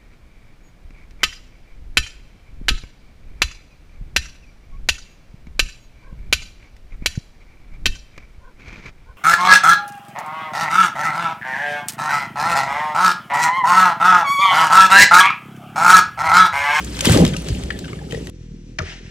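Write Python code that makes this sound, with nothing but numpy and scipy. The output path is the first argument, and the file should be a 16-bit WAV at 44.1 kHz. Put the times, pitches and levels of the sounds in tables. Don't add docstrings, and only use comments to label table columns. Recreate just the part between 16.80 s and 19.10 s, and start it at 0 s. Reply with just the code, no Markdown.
import sys
import numpy as np
from scipy import signal
from scipy.fft import rfft, irfft, next_fast_len
from scipy.io import wavfile
from scipy.ndimage import uniform_filter1d, map_coordinates

SR = 44100
rng = np.random.default_rng(int(sys.argv[2]) if len(sys.argv) > 2 else 0)


def how_loud(loudness_db):
    steps = np.asarray(loudness_db, float) / 20
    return 10 ** steps


def dump(signal):
    limited = np.clip(np.atleast_2d(signal).T, -1, 1)
    pcm = np.round(limited * 32767).astype(np.int16)
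    wavfile.write(sys.argv[1], SR, pcm)


N = 101430


def unit(x):
    return x / np.sqrt(np.mean(x ** 2) + 1e-20)


def along(points, hz):
    f, v = np.transpose(points)
    return np.interp(np.log(hz + 1), np.log(f + 1), v)


def curves(rows):
    s, *cols = np.transpose(rows)
    return [np.interp(np.arange(N) / SR, s, c) for c in cols]


def wobble(rate):
    knots = rng.standard_normal(int(N * 400 / SR) + 4)
    return map_coordinates(knots, [np.arange(N) * rate / SR])


def filtered(x, response):
    m = next_fast_len(x.shape[-1] + 8192)
    return irfft(rfft(x, m) * response(np.fft.rfftfreq(m, 1 / SR)), m)[..., :x.shape[-1]]


def hiss(spectrum, patchy_db):
    z = signal.stft(rng.standard_normal((2, N)), nperseg=256)[2]
    patches = uniform_filter1d(rng.standard_normal(z.shape[1:]), size=8, axis=0)
    patches = uniform_filter1d(patches, size=6, axis=1)
    pair = signal.istft(z * how_loud(patchy_db * unit(patches)), nperseg=256)[1][:, :N]
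    return unit(filtered(pair, lambda hz: how_loud(along(spectrum, hz))))


def add(out, s, sound):
    i = round(s * SR)
    out[..., i:i + sound.shape[-1]] += sound[..., :max(N - i, 0)]


def resonance(f, centre_hz):
    damping = 1j * f * centre_hz / 2.2
    return (damping / (centre_hz ** 2 - f ** 2 + damping)) ** 2


def snaps(rows, colour, t60):
    out, t = np.zeros((2, N)), np.arange(2048) / SR
    rise_s, ping, overtone, overtone_db = .0012, .3, 1.38, -13.5
    fade = how_loud(-60 * t / t60) * (1 - np.exp(-t / rise_s))
    noises = rng.standard_normal((len(rows), 4, len(t)))
    for (s, db, hz, broad_db), z in zip(rows, noises):
        splinters = (z[:2] + ping * np.sin(2 * np.pi * hz * t)) * fade
        ring = filtered(
            splinters, lambda f: resonance(f, hz) + how_loud(overtone_db) * resonance(f, hz * overtone))
        broad = filtered(z[2:], lambda f: how_loud(along(colour, f))) * fade ** 2
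        ring = ring / abs(ring).max()
        broad = broad / abs(broad).max()
        add(out, s, how_loud(db) * (ring + how_loud(broad_db) * broad))
    return out


def thumps(rows, t60, per_hz):
    out, t = np.zeros(N), np.arange(SR // 3) / SR
    sagging_t = t + 0.0012 * (1 - np.exp(-t / 0.024))
    for s, db, hz in rows:
        fade = how_loud(-60 * t / (t60 + per_hz / hz)) * (1 - np.exp(-t / 0.00045))
        add(out, s, how_loud(db) * fade * np.sin(2 * np.pi * hz * sagging_t))
    return out


def crackle(level_db, count):
    u = rng.random((count, 4))
    t = np.arange(160) / SR
    start = (u[:, :1] * (N - 1)).astype(int)
    hz = 1300 * 7 ** u[:, 1:2]
    size = how_loud(-4.0 * np.log(u[:, 2:3] + 0.0038) + level_db[start])
    grains = size * np.sin(2 * np.pi * hz * t) * np.exp(-t * hz / 3.3) * (1 - np.exp(-t * hz / 5.6))
    at = start + np.arange(len(t))

    def laid(g):
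        return np.bincount(at.ravel(), g.ravel(), N + len(t))[:N]
    return np.array([laid(grains), laid(grains * (2 * u[:, 3:] - 1))])


# (time [s], level [dB])
TRUNK_FORCE = [(0, -36), (.2, -34), (.262, -28), (.28, -18), (.335, -17), (.4, -14), (.442, -15),
               (.458, -22), (.49, -23), (.512, -30), (.545, -25), (.6, -35), (.69, -30), (1.28, -36),
               (1.335, -30), (1.43, -37), (1.5, -36)]
# (frequency [Hz], level per Hz [dB])
LOG_TONE = [(15, -44), (35, -2.5), (150, 1.5), (300, -5), (480, -10.5), (820, -23.5), (1000, -48.5),
            (2600, -120)]
# (time [s], peak level [dB], pitch [Hz])
BLOWS_AND_KNOCKS = [(.273, -1.5, 224), (.299, 1, 110), (.311, -3, 125), (.362, -2.5, 293), (.408, 0, 151.7),
                    (.42, 0.5, 191), (.478, -8.5, 113), (.524, -13.5, 149), (.704, -11.5, 107), (.719, -9, 60),
                    (.839, -17, 62.6), (1.33, -18, 448), (1.345, -17, 431), (1.375, -20.5, 427),
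                    (1.49, -25, 131.8),
                    (.225, -22, 532), (.246, -20.5, 525), (.268, -10.5, 396), (.291, -10.5, 482),
               (.294, -17, 713), (.333, -5.5, 112), (.343, -19, 1120), (.346, -12.5, 520), (.36, -12, 613),
               (.372, -19.5, 777), (.385, -8, 470), (.392, -6, 310), (.402, -7.5, 480), (.406, -23.5, 780),
               (.422, -9.5, 452), (.426, -21, 778), (.436, -3, 230), (.44, -19.5, 670), (.461, -32, 520),
               (.464, -9.5, 99), (.48, -43, 277), (1.065, -25, 269), (1.168, -22.5, 165),
               (1.215, -34.5, 780)]


def trunk():
    force_db, = curves(TRUNK_FORCE)
    lumps = how_loud(1.5 * wobble(69.74))
    roll = how_loud(force_db + 0.5) * unit(lumps * hiss(LOG_TONE, patchy_db=-0.5))
    return roll + thumps(BLOWS_AND_KNOCKS, t60=.04, per_hz=3)


# (time [s], level [dB])
CROWN_SWEEP = [(0, -40), (.17, -35.5), (.235, -32), (.255, -20.5), (.285, -23.5), (.33, -20.5), (.4, -26),
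               (.44, -31.5), (.52, -39), (.66, -42), (.69, -38.5), (.9, -43.5), (1.27, -49), (1.33, -42.5),
               (1.42, -45), (1.5, -45.5)]
# (frequency [Hz], level per Hz [dB])
NEEDLE_TONE = [(290, -32), (950, -3.5), (1400, -5), (3000, -0.5), (5000, -6), (8000, -8), (12000, -19),
               (16500, -34)]


def crown():
    sweep_db, = curves(CROWN_SWEEP)
    rustle = how_loud(sweep_db - 2.0 + wobble(26.7)) * hiss(NEEDLE_TONE, patchy_db=2.5)
    top = filtered(rustle, lambda hz: 1 / (1 + (10300 / (hz + 1)) ** 8))
    brighter = how_loud(0.26 * (sweep_db - sweep_db[0])) - 1
    return rustle + top * brighter + crackle(sweep_db - 1.5, count=2500)


# (time [s], peak level [dB], pitch [Hz], broad crack
# [dB])
BRANCH_SNAPS = [(0.167, -32.5, 2090, 11.5), (0.19, -27.5, 1550, 12), (0.2066, -18, 3170, 8.5),
                (0.2092, -15, 6780, -10), (0.2478, -14, 2010, -0.5), (0.2534, -16.5, 1740, 8),
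                (0.2697, -10.5, 3190, -13), (0.3479, -20.5, 2740, -2.5), (0.373, -24, 1630, 14),
                (0.4496, -17.5, 3250, 8.5), (0.4637, -18.5, 3217, -0.5), (0.541, -26, 1515, -19),
                (0.564, -19.5, 2740, -9),
                (0.67, -33.5, 1370, 5), (0.6851, -31.5, 1650, 12), (0.748, -26.5, 2800, -18),
              (0.9033, -13.5, 1723, -43), (0.9885, -29, 4090, 4.5), (1.0413, -31, 1620, -26),
              (1.08, -35, 1490, -21), (1.13, -28.5, 2160, -8), (1.13, -30.5, 1204, -27),
              (1.1884, -31, 1730, -35.5), (1.3087, -25, 3010, -5), (1.3211, -27.5, 1885, -28),
              (1.3466, -24.5, 1930, -2), (1.47, -34, 1920, 7),
                (0.045, -24.5, 6800, -30),
    (0.4771, -29.5, 7000, 11.5),
    (0.687, -34, 8700, 2),
    (0.835, -35, 7800, 11.5),
    (1.496, -35, 9400, 1),
                (.2545, -13, 3400, -23), (0.2526, -13.5, 8600, -9), (0.258, -18.5, 1570, -12),
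               (.285, -18, 2070, -18), (0.2956, -14.5, 1550, 0), (.297, -16, 9130, -15),
               (0.32, -10.5, 7800, -6), (.389, -31, 1900, -17), (.487, -29, 7500, -9),
               (0.491, -34, 3200, -20), (.501, -33, 3230, -22), (.506, -47, 2970, -18),
               (0.5346, -24, 3200, -23), (0.538, -24, 2330, -2), (0.546, -25.5, 1270, -20),
               (0.566, -23, 5930, -24), (.62, -32.5, 8500, -10), (0.644, -35, 6000, 2),
               (.9045, -21.5, 2916, -42), (0.99, -29, 7310, -16), (1.0442, -28.5, 3150, -30),
               (1.054, -32, 1510, -2.5), (1.0792, -36, 2900, -7), (1.09, -39, 1515, -25),
               (1.1565, -38, 3020, -27), (1.3226, -32, 2600, 6.5), (1.4175, -40, 2770, -9)]


def branches():
    rows = BRANCH_SNAPS
    return snaps(rows, NEEDLE_TONE, t60=0.02)


# (time [s], peak level [dB], pitch [Hz], broad crack [dB])
STICK_SNAPS = [
    (1.9855, -18.5, 6010, 5.5),
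    (1.9885, -19.5, 1745, 8.5),
    (1.994, -23, 1450, -31),
    (2.002, -19, 1256, -36),
    (2.01, -42, 1170, -41),
    (2.019, -29, 6240, -3),
]
# (time [s], peak level [dB], pitch [Hz])
SOLE_THUDS = [
    (1.99, -26.5, 603),
    (1.992, -21.5, 145),
    (1.992, -29, 310),
    (2.008, -18, 82.8),
    (2.012, -31.5, 457),
    (2.03, -26.5, 383),
]
# (time [s], level [dB])
SLASH_SWEEP = [(1.985, -90), (2.0, -49), (2.035, -45.5), (2.07, -39.5), (2.1, -38), (2.15, -44),
               (2.19, -49.5), (2.23, -55.5), (2.27, -49.5), (2.3, -51)]
# (frequency [Hz], level per Hz [dB])
SLASH_TONE = [(290, -57), (650, -7.5), (1000, -15), (1800, -1), (2600, -4.5), (3500, -9.5), (4500, -12.5),
              (5800, -11), (9700, -33), (13000, -65)]


def boot():
    sweep_db, = curves(SLASH_SWEEP)
    muffle_hz = 8500
    crack = snaps(STICK_SNAPS, SLASH_TONE, t60=0.031)
    crack = filtered(crack, lambda hz: (1 + 1j * hz / muffle_hz) ** -4.0)
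    ticks = crackle(sweep_db - 5, count=6000)
    ticks = filtered(ticks, lambda hz: (1 + 1j * hz / muffle_hz) ** -2.0)
    brush = how_loud(sweep_db + 1.34 * wobble(60.68)) * hiss(SLASH_TONE, patchy_db=1.5)
    return crack + thumps(SOLE_THUDS, t60=.05, per_hz=13) + ticks + brush


# (multiple [1], level [dB])
FIRING_ORDERS = [(1, 2), (2, -8), (3, -8), (4, -7.5), (5, -10), (6, -14), (7, -17), (8, -17.5), (9, -19.5),
                 (10, -36), (11, -27), (12, -23.5), (13, -32.5)]
# (frequency [Hz], level per Hz [dB])
MUFFLER_TONE = [(35, -40.5), (70, -28), (120, 1.5), (214, -2.5), (408, -8), (600, -33.5), (900, -61),
                (1800, -120)]


def saw(rate, level_db, fall_db):
    turn = 2 * np.pi * np.cumsum(rate * (1 + 0.0027 * wobble(30))) / SR
    lines = np.zeros(N)
    for k, db in FIRING_ORDERS:
        scatter_db = 3 * min(k / 3, 1) * wobble(10)
        level = how_loud(db + fall_db * (k > 1) + scatter_db)
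        lines += level * np.sin(k * turn + 0.118 * k * k)
    puff = (1 + np.cos(turn)) ** 2 / 2 * hiss(MUFFLER_TONE, patchy_db=5)
    return how_loud(level_db) * (np.sqrt(2) * lines + how_loud(-6) * puff)


# (time [s], firings per second [Hz], level [dB])
FAST_IDLE = [(0, 63.5, -33.5), (.3, 50, -34.5), (.8, 61, -34.5), (1, 63, -39), (1.5, 56.2, -36)]


def fast_idle():
    rate, level_db = curves(FAST_IDLE)
    return saw(rate, level_db, fall_db=-7.5)


# (time [s], firings per second [Hz])
SLOW_IDLE = [(1.5, 42.7), (1.65, 39.5), (1.8, 38.5), (1.97, 41.3), (2.15, 42), (2.3, 42)]
# (time [s], peak level [dB])
FULL_FIRINGS = [
    (1.608, -27),
    (1.723, -26.5),
    (1.831, -32),
    (1.93, -33),
    (2.249, -26.5),
]


def slow_idle():
    rate, = curves(SLOW_IDLE)
    beats = thumps([(s, db, 94) for s, db in FULL_FIRINGS], t60=0.03, per_hz=1.1)
    return saw(rate, -40.5, fall_db=0) + beats


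# (frequency [Hz], level per Hz [dB])
AIR_TONE = [(350, -33), (600, -8.5), (1120, -11.5), (2410, -6), (5180, -12), (5590, -6), (12000, -35),
            (15600, -81.5), (22000, -120)]


def air():
    return how_loud(-61 + wobble(24.5)) * hiss(AIR_TONE, patchy_db=0.5)


def forest(x):
    t60, dull_hz, level_db = .3, 5000, -15
    t = np.arange(SR // 2) / SR
    tail = rng.standard_normal((2, len(t))) * how_loud(-60 * t / t60)
    tail = filtered(tail, lambda f: 1 / (1 + 1j * f / dull_hz))
    tail = tail / np.linalg.norm(tail[0])
    return x + how_loud(level_db) * signal.fftconvolve(x, tail, axes=1)[:, :N]


def scene():
    fall = forest(trunk() + crown() + branches()) + fast_idle()
    calm = forest(boot()) + slow_idle() + air()
    change_s = 1.501
    return np.where(np.arange(N) < change_s * SR, fall, calm)


def roll_off(x):
    return signal.sosfilt(signal.butter(12, 16670, fs=SR, output="sos"), x)


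# (frequency [Hz], side under mid [dB])
SIDE_LEVEL = [(60, -33), (180, -22), (350, -9), (600, -1), (1650, -2.5), (4970, 0), (15000, 0)]
# (frequency [Hz], phase [rad])
SIDE_TURN = [(200, -1.92), (2500, -0.97), (6000, -1.5)]
# (frequency [Hz], share [1])
DIRECT_SHARE = [(300, .85), (1400, .8), (2800, .55), (8000, .7)]


def record(dry):
    def ports(hz):
        share = np.clip(along(DIRECT_SHARE, hz), 0, 1)
        direct = share * np.exp(1j * along(SIDE_TURN, hz))
        return how_loud(along(SIDE_LEVEL, hz)) * np.array([direct, np.sqrt(1 - share ** 2)])

    def passband(hz):
        return (hz < 15850) * (1j * hz / (22 + 1j * hz)) ** 2
    side = filtered(dry, ports).sum(axis=0)
    pair = np.array([dry[0] + side, dry[0] - side])
    ceiling = .8
    squeezed = pair / (1 + abs(pair / ceiling) ** 4) ** (1 / 4)
    return roll_off(filtered(squeezed, passband))


dry = scene()
out = record(dry)
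dump(out)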